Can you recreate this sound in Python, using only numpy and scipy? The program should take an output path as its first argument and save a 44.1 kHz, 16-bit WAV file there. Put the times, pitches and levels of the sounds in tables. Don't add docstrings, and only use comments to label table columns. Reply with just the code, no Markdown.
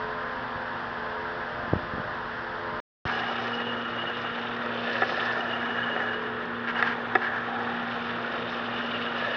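import sys
import numpy as np
from scipy import signal
from scipy.fft import rfft, irfft, next_fast_len
from scipy.io import wavfile

SR = 44100
rng = np.random.default_rng(int(sys.argv[2]) if len(sys.argv) > 2 else 0)


def dump_mix(stems):
    frames = np.atleast_2d(stems).T
    limited = np.clip(frames, -1, 1)
    pcm = np.round(limited * 32767).astype(np.int16)
    wavfile.write(sys.argv[1], SR, pcm)


N = 412776
T = np.arange(N) / SR
PAUSE_FROM_S, PAUSE_TO_S = 2.802, 3.053


def from_db(db):
    return 10 ** (np.asarray(db) / 20)


def rms_one(x):
    return x / np.sqrt(np.mean(x ** 2) + 1e-20)


def drift(rate_hz):
    step, settle = 40, 2000
    r = np.exp(-2 * np.pi * step * rate_hz / SR)
    noise = rng.standard_normal(N // step + settle + 2)
    slow = signal.lfilter([1], [1, -2 * r, r * r], noise)[settle:]
    return np.interp(np.arange(N) / step, np.arange(len(slow)), rms_one(slow))


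def cut(x, hz, kind, order=2):
    return signal.sosfilt(signal.butter(order, hz, kind, fs=SR, output="sos"), x)


def colour(x, spectrum):
    hz, db = np.transpose(spectrum)
    size = next_fast_len(N)
    bins = np.maximum(np.fft.rfftfreq(size, 1 / SR), 1)
    gain = from_db(np.interp(np.log(bins), np.log(hz), db))
    return rms_one(irfft(rfft(x, size) * gain, size)[:N])


def resonate(x, modes):
    out = 0
    for k, (hz, width, db) in enumerate(modes):
        r = np.exp(-np.pi * width / SR)
        poles = [1, -2 * r * np.cos(2 * np.pi * hz / SR), r * r]
        ring = signal.lfilter([1, 0, -1], poles, x + 1e-18)
        out += (-1) ** k * from_db(db) * (1 - r * r) / 2 * ring
    return out


def grains(per_s, spread_db, clump_db):
    sizes = from_db(spread_db * np.minimum(rng.exponential(1, N), 4)) * rng.choice([-1, 1], N)
    hits = rng.random(N) < per_s / SR
    return sizes * hits * from_db(clump_db * drift(37))


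def stroke(start, length):
    return np.sin(np.pi * np.clip((T - start) / length, 0, 1) ** 0.77)


def swell(start, length, attack_s, release_s):
    rise = np.clip((T - start) / attack_s, 0, 1)
    return rise * np.exp(-np.maximum(T - start - length, 0) / release_s)


def swells(rows, attack_s, release_s):
    return sum(from_db(db) * swell(start, length, attack_s, release_s) for start, length, db in rows)


def beat(period_s, crest_s, share):
    return 1 + share * np.exp(-2j * np.pi * (T - crest_s) / period_s)


def ringing(rows, width_hz, attack_s, release_s):
    contacts = [grains(per_s=1500, spread_db=2.0, clump_db=1.5) for _ in range(2)]
    a, b = (rms_one(cut(c, width_hz / 2, "low")) for c in contacts)
    out = np.zeros(N)
    for start, length, db, hz in rows:
        ring = a * np.cos(2 * np.pi * hz * T) + b * np.sin(2 * np.pi * hz * T)
        out += from_db(db) * swell(start, length, attack_s, release_s) * ring
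    return out


def hall_tone(phase, scatter, rate_hz):
    in_phase = (1 + scatter * drift(rate_hz)) * np.cos(phase)
    return rms_one(in_phase + scatter * drift(rate_hz) * np.sin(phase))


def hall(x, t60_s=1.8):
    t = T[:2 * SR]
    tail = cut(rng.standard_normal(len(t)), 4500, "low") * from_db(-60 * t / t60_s) * (t > .03)
    return signal.fftconvolve(x, tail / np.sqrt(np.sum(tail ** 2)))[:N]


# frequency in Hz, relative spectral level in dB.
ROAR_FAR = [(30, -8), (60, -7.5), (160, -5), (290, -10.5), (700, -4), (1100, -1.5), (1700, 2),
            (2300, -16.5), (2950, -14), (3600, -17), (3900, -22), (5200, -25.5), (6000, -37.5),
            (7000, -47.5)]
ROAR_NEAR = [(30, -15.5), (80, -10.5), (110, -7.5), (290, -5), (450, -2.5), (620, -12.5), (1020, -3),
             (1380, 1.5), (1830, 1), (2050, -10.5), (3600, -14), (4050, -24), (5200, -34), (7000, -62)]
def roar(near):
    far = from_db(-35) * colour(rng.standard_normal(N), ROAR_FAR)
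    close = from_db(-36.5) * colour(rng.standard_normal(N), ROAR_NEAR)
    return np.where(near, close, far)


# frequency in Hz, level in dB at the far end, level in dB up close.
HUM_TONES = [(363.4, -64, -53), (475.5, -62.5, -53.5), (609.6, -57, -55)]
def motor_hum(near, mains_hz=119.7):
    throb = beat(period_s=.2625, crest_s=np.where(near, 6.076, 1.04), share=.65)
    mains = np.sqrt(2) * np.real(throb * np.exp(2j * np.pi * mains_hz * T))
    out = from_db(np.where(near, -53.5, -59.5)) * mains
    for hz, far_db, near_db in HUM_TONES:
        tone = hall_tone(2 * np.pi * hz * T, scatter=0.087, rate_hz=0.96)
        out += from_db(np.where(near, near_db, far_db)) * tone
    return out


# harmonic number, level in dB.
ENGINE_FAR = [(1, -68), (3, -54), (4, -53), (6, -47), (7, -47.5), (8, -50), (9, -53), (10, -50.5),
              (11, -45.5), (12, -45.5), (13, -57.5), (14, -48), (15, -57), (16, -53.5), (17, -59.5),
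              (18, -52.5)]
ENGINE_NEAR = [(1, -66.5), (2, -55), (3, -54.5), (4, -53.5), (6, -53), (7, -56.5), (8, -50.5), (9, -58),
               (10, -55), (11, -50.5), (12, -54.5), (13, -51.5), (14, -50), (15, -50.5), (16, -51.5),
               (17, -53.5)]
# start in seconds, length in seconds, level of the added part in dB.
FIFTH_SWELLS = [(-.1, 0.16, -44), (.88, 0.48, -46.5), (2.45, 0.54, -55.5), (4.6, .7, -47), (5.8, 0.57, -47)]
def engine(near, hz=86.42):
    speed_hz = hz * (1 + 0.0009 * drift(1.0) + 0.002 * drift(14.8))
    turn = 2 * np.pi * np.cumsum(speed_hz) / SR
    fifth = from_db(-50) + swells(FIFTH_SWELLS, attack_s=.2, release_s=0.093)
    out = fifth * hall_tone(5 * turn, scatter=0.2, rate_hz=0.77)
    far, close = dict(ENGINE_FAR), dict(ENGINE_NEAR)
    for k in sorted(set(far) | set(close)):
        gain = from_db(np.where(near, close.get(k, -np.inf), far.get(k, -np.inf)))
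        out += gain * hall_tone(k * turn + rng.uniform(0, 2 * np.pi), scatter=0.77, rate_hz=2.9)
    return out


def pump(near, far_hz=236.0, near_hz=237.0):
    phase = 2 * np.pi * np.cumsum(np.where(near, near_hz, far_hz)) / SR
    surge = np.where(near, np.abs(beat(period_s=1.045, crest_s=5.73, share=0.27)), 1)
    whine = surge * hall_tone(phase, scatter=0.1, rate_hz=4.0)
    octave = from_db(-6) * hall_tone(2 * phase, scatter=0.4, rate_hz=6.0)
    return from_db(np.where(near, -41, -48.5)) * (whine + octave)


# start in seconds, relative level in dB, contact time in seconds.
BUMPS = [(.555, -29, 0.0071), (1.729, -17, 0.0035), (1.7343, -7.5, 0.0017), (1.739, -36, 0.0062),
         (1.755, -21, 0.003), (1.761, -18.5, 0.0057), (1.935, -25.5, 0.0045), (1.980, -24.5, 0.0025),
         (1.997, -25, 0.0047), (3.054, -20.5, .007)]
# start in seconds, length in seconds, level in dB.
RUBS = [(1.5, 0.36, -44.5), (1.92, 0.068, -42.5), (2.55, 0.27, -48.5)]
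def handling_noise():
    pushes = np.zeros(N)
    for k, (start, db, contact) in enumerate(BUMPS):
        push = np.sin(np.pi * np.clip((T - start) / contact, 0, 1)) ** 2
        pushes += (-1) ** k * from_db(db) * push
    thumps = from_db(2.5) * cut(pushes, 87, "high")
    friction = grains(per_s=400, spread_db=2.0, clump_db=1.5)
    rumble = rms_one(cut(cut(friction, 220, "low"), 40, "high"))
    return thumps + swells(RUBS, attack_s=0.038, release_s=0.11) * rumble


# start in seconds, length in seconds, level in dB, pitch in Hz.
GUSHES = [(3.05, 0.21, -39.5, 791), (4.6, 0.46, -40, 537.5), (5.28, 0.12, -38.5, 677),
          (5.85, 0.14, -41.5, 567), (6.7, 0.073, -38.5, 815), (7.46, 0.096, -35.5, 785),
          (8.25, 0.99, -45.5, 572), (9.18, .18, -38, 550)]
def hose():
    return ringing(GUSHES, width_hz=120, attack_s=0.043, release_s=0.29)


# time in seconds, pull through the mortar in dB, grind on the sand in dB.
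EFFORT = [(3.25, -38, -49.5), (3.45, -38, -50), (3.7, -42, -56.5), (4.3, -41, -50.5), (4.65, -43.5, -50.5),
          (5.0, -41.5, -46), (5.25, -31.5, -47), (5.5, -39.5, -53), (6.0, -37, -56), (6.3, -48.5, -59),
          (6.55, -47, -58.5), (7.05, -42, -59), (7.35, -37.5, -56.5), (7.8, -42.5, -51.5),
          (8.4, -40, -49.5), (8.8, -43, -48), (9.05, -41.5, -47.5), (9.28, -40.1, -45.5)]
def effort():
    times, *columns = np.transpose(EFFORT)
    curves = [np.interp(T, times, column) for column in columns]
    return [db - db[T > PAUSE_TO_S].mean() for db in curves]


# frequency in Hz, width in Hz, relative level in dB.
MORTAR_MODES = [(385, 174, -8), (539, 100, -2.5), (752, 140, -2), (1084, 65, -5.5)]
def slop(pull_db):
    splats = grains(per_s=1800, spread_db=2.4, clump_db=2.8)
    return from_db(-41 + .8 * pull_db) * rms_one(resonate(splats, MORTAR_MODES))


# frequency in Hz, width in Hz, relative level in dB.
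RAKE_MODES = [(780, 120, -4), (1276, 230, -1), (1398, 188, 0.5), (1717, 130, -3.5), (1889, 84, -5.5),
              (2280, 190, -18), (3440, 240, -24.5)]
def drag(pull_db):
    contacts = grains(per_s=2200, spread_db=2.0, clump_db=3.0)
    rattle = rms_one(cut(resonate(contacts, RAKE_MODES), 1100, "high"))
    return from_db(-38.5 + 0.56 * pull_db) * rattle


# frequency in Hz, relative spectral level in dB.
SAND_SPECTRUM = [(1000, -35), (2000, -3.5), (2700, 5), (3100, 4.5), (3270, -4.5), (3450, 1.5), (3720, 1.5),
                 (4000, -11), (4650, -14.5), (6000, -40)]
def sand(grind_db):
    crunch = colour(grains(per_s=3500, spread_db=3.0, clump_db=2.5), SAND_SPECTRUM)
    return from_db(-46 + 1.09 * grind_db) * crunch


# frequency in Hz, relative spectral level in dB.
SIZZLE_SPECTRUM = [(3000, -21), (4200, 2), (4650, -5), (5150, 1), (5600, -6), (6300, -14.5), (7000, -37.5)]
# start in seconds, length in seconds, level in dB.
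SPRAYS = [(3.0, .45, -55), (4.8, .5, -56.5)]
def sizzle(grind_db):
    droplets = colour(grains(per_s=1700, spread_db=3.2, clump_db=3.0), SIZZLE_SPECTRUM)
    spray = swells(SPRAYS, attack_s=.06, release_s=.12)
    return (from_db(-61.5 + 0.88 * grind_db) + spray) * droplets


# start in seconds, length in seconds, level in dB, pitch in Hz.
PUSHES = [(3.05, 0.14, -35, 1680), (4.82, 0.1, -34, 1767), (5.1, 0.25, -33.5, 1745),
          (5.58, 0.51, -35, 1690), (7.2, 0.13, -34.5, 1700), (9.17, .2, -35.5, 1750)]
def blade():
    return ringing(PUSHES, width_hz=130, attack_s=0.066, release_s=0.15)


# start in seconds, length in seconds, level in dB.
JUDDERS = [(3.1, 0.18, -41), (3.5, .8, -46), (5.42, 0.64, -42.5), (8.7, 0.94, -43.5)]
# start in seconds, level in dB, length in seconds, pitch in Hz.
SQUEAKS = [(3.517, -38.5, 0.042, 2935), (3.633, -39.5, .15, 2890), (3.812, -40.5, .025, 3000),
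           (3.964, -34.5, 0.081, 2875), (4.06, -35.5, 0.054, 2900), (4.146, -40, 0.017, 2860),
           (4.24, -42, .07, 2850), (5.403, -33.5, 0.016, 2910), (5.52, -36.5, 0.047, 2870),
           (5.832, -36, 0.015, 3020), (5.895, -39, 0.043, 2875), (6.756, -36, 0.03, 2850),
           (8.937, -35, 0.037, 2860)]
def squeal(edge_hz=2891, width_hz=39):
    slips = grains(per_s=1800, spread_db=-1.0, clump_db=0.5)
    judder = rms_one(resonate(slips, [(edge_hz, width_hz, 0)]))
    out = swells(JUDDERS, attack_s=0.052, release_s=0.22) * judder
    wavering_time = np.cumsum(1 + .006 * drift(12) + 0.01985 * drift(220)) / SR
    flutter = from_db(1.2 * drift(70))
    for start, db, length, hz in SQUEAKS:
        note = np.sqrt(2) * np.sin(2 * np.pi * hz * wavering_time)
        out += from_db(db) * flutter * stroke(start, length) * note
    return out


# start in seconds, level in dB, length in seconds.
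SCUFFS = [(3.067, -28, 0.071), (3.146, -40, 0.22), (4.93, -35.5, .04), (6.669, -27, 0.055),
          (6.746, -29.5, 0.023), (6.765, -26, 0.056), (6.811, -27.5, 0.15), (7.206, -31, 0.089)]
# frequency in Hz, width in Hz, relative level in dB.
SCUFF_MODES = [(1030, 120, -4), (1370, 89, -2), (1615, 51, 6), (1895, 53, 0.5), (1990, 88, -10),
               (2190, 260, -9), (2930, 310, -11.5), (4930, 1700, -31.5)]
def scuffs():
    pressure = sum(from_db(db) * stroke(start, length) for start, db, length in SCUFFS)
    grit = grains(per_s=6000, spread_db=1.5, clump_db=1.8)
    return pressure * rms_one(resonate(grit, SCUFF_MODES))


# frequency in Hz, relative level in dB, seconds to fall 60 dB.
HANDLE_MODES = [(383, -4.5, 0.038), (534, -19, .03), (636, -13, 0.033), (745, -2, 0.041), (970, -22.5, .02),
                (1286, -1.5, 0.013), (1422, -12, 0.042), (1710, -1.5, 0.044), (1908, -4, 0.032),
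                (2180, -11, 0.011), (2577, -14.5, 0.021), (3460, -20.5, 0.0091), (3640, -23.5, .012),
                (5100, -29, .01)]
# start in seconds, peak in dB, contact time in seconds, low cut in Hz, high cut in Hz.
KNOCKS = [(3.234, -27.5, 0.0022, 496, 2980), (3.6, -23, 0.0043, 700, 4000),
          (4.952, -18, 0.0035, 1200, 3000), (5.019, -11, 0.0042, 450, 1580),
          (5.031, -14, 0.0031, 650, 1900), (5.09, -19, 0.008, 1210, 6000), (5.174, -20, 0.0022, 910, 3010),
          (5.625, -24, .003, 997, 2500), (5.784, -23.5, 0.0034, 920, 2450), (5.962, -16, 0.0016, 450, 2600),
          (5.974, -22.5, 0.0037, 440, 2020), (6.000, -14.5, 0.0047, 706, 2000),
          (6.038, -26.5, 0.0027, 597, 2170), (6.8244, -9, 0.0026, 1390, 4500),
          (7.152, -4, 0.0045, 198, 5580), (7.216, -24, .004, 1280, 4000), (7.769, -27.5, 0.005, 500, 2490),
          (7.92, -32, 0.0034, 700, 3020)]
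def knocks():
    out, t = np.zeros(N + SR), T[:SR // 8]
    hz, mode_db, t60 = np.transpose(HANDLE_MODES)[:, :, None]
    for start, peak_db, contact, low_hz, high_hz in KNOCKS:
        rise = np.minimum(t / contact, 1) ** 0.66
        decay = from_db(-60 * np.maximum(t - contact, 0) / t60)
        strength = from_db(mode_db + rng.standard_normal(hz.shape))
        modes = strength * rise * decay * np.sin(2 * np.pi * (hz * t + rng.random(hz.shape)))
        crack = cut(rng.standard_normal(len(t)), 2600, "low") * from_db(-4.5 - 60 * t / 0.016)
        blow = modes.sum(axis=0) + crack
        ring = cut(cut(blow, low_hz, "high"), high_hz, "low")
        at = round(start * SR)
        out[at:at + len(t)] += from_db(peak_db) * ring / np.abs(ring).max()
    return out[:N]


def scene():
    near = T > PAUSE_FROM_S
    pull_db, grind_db = effort()
    spreading = slop(pull_db) + drag(pull_db) + sand(grind_db) + sizzle(grind_db)
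    rake = spreading + blade() + squeal() + scuffs() + knocks()
    crew = near * (rake + hose())
    machines = engine(near) + pump(near) + motor_hum(near) + roar(near)
    return (machines + crew + from_db(-21) * hall(crew) + handling_noise())[None]


def record(dry):
    running = (T < PAUSE_FROM_S) | (T > PAUSE_TO_S)
    voiced = cut(running * cut(dry, 25, "high"), 5780, "low", order=6)
    treble_limit = signal.ellip(10, .3, 80, 6800, fs=SR, output="sos")
    return signal.sosfilt(treble_limit, voiced)


dry = scene()
out = record(dry)
dump_mix(out)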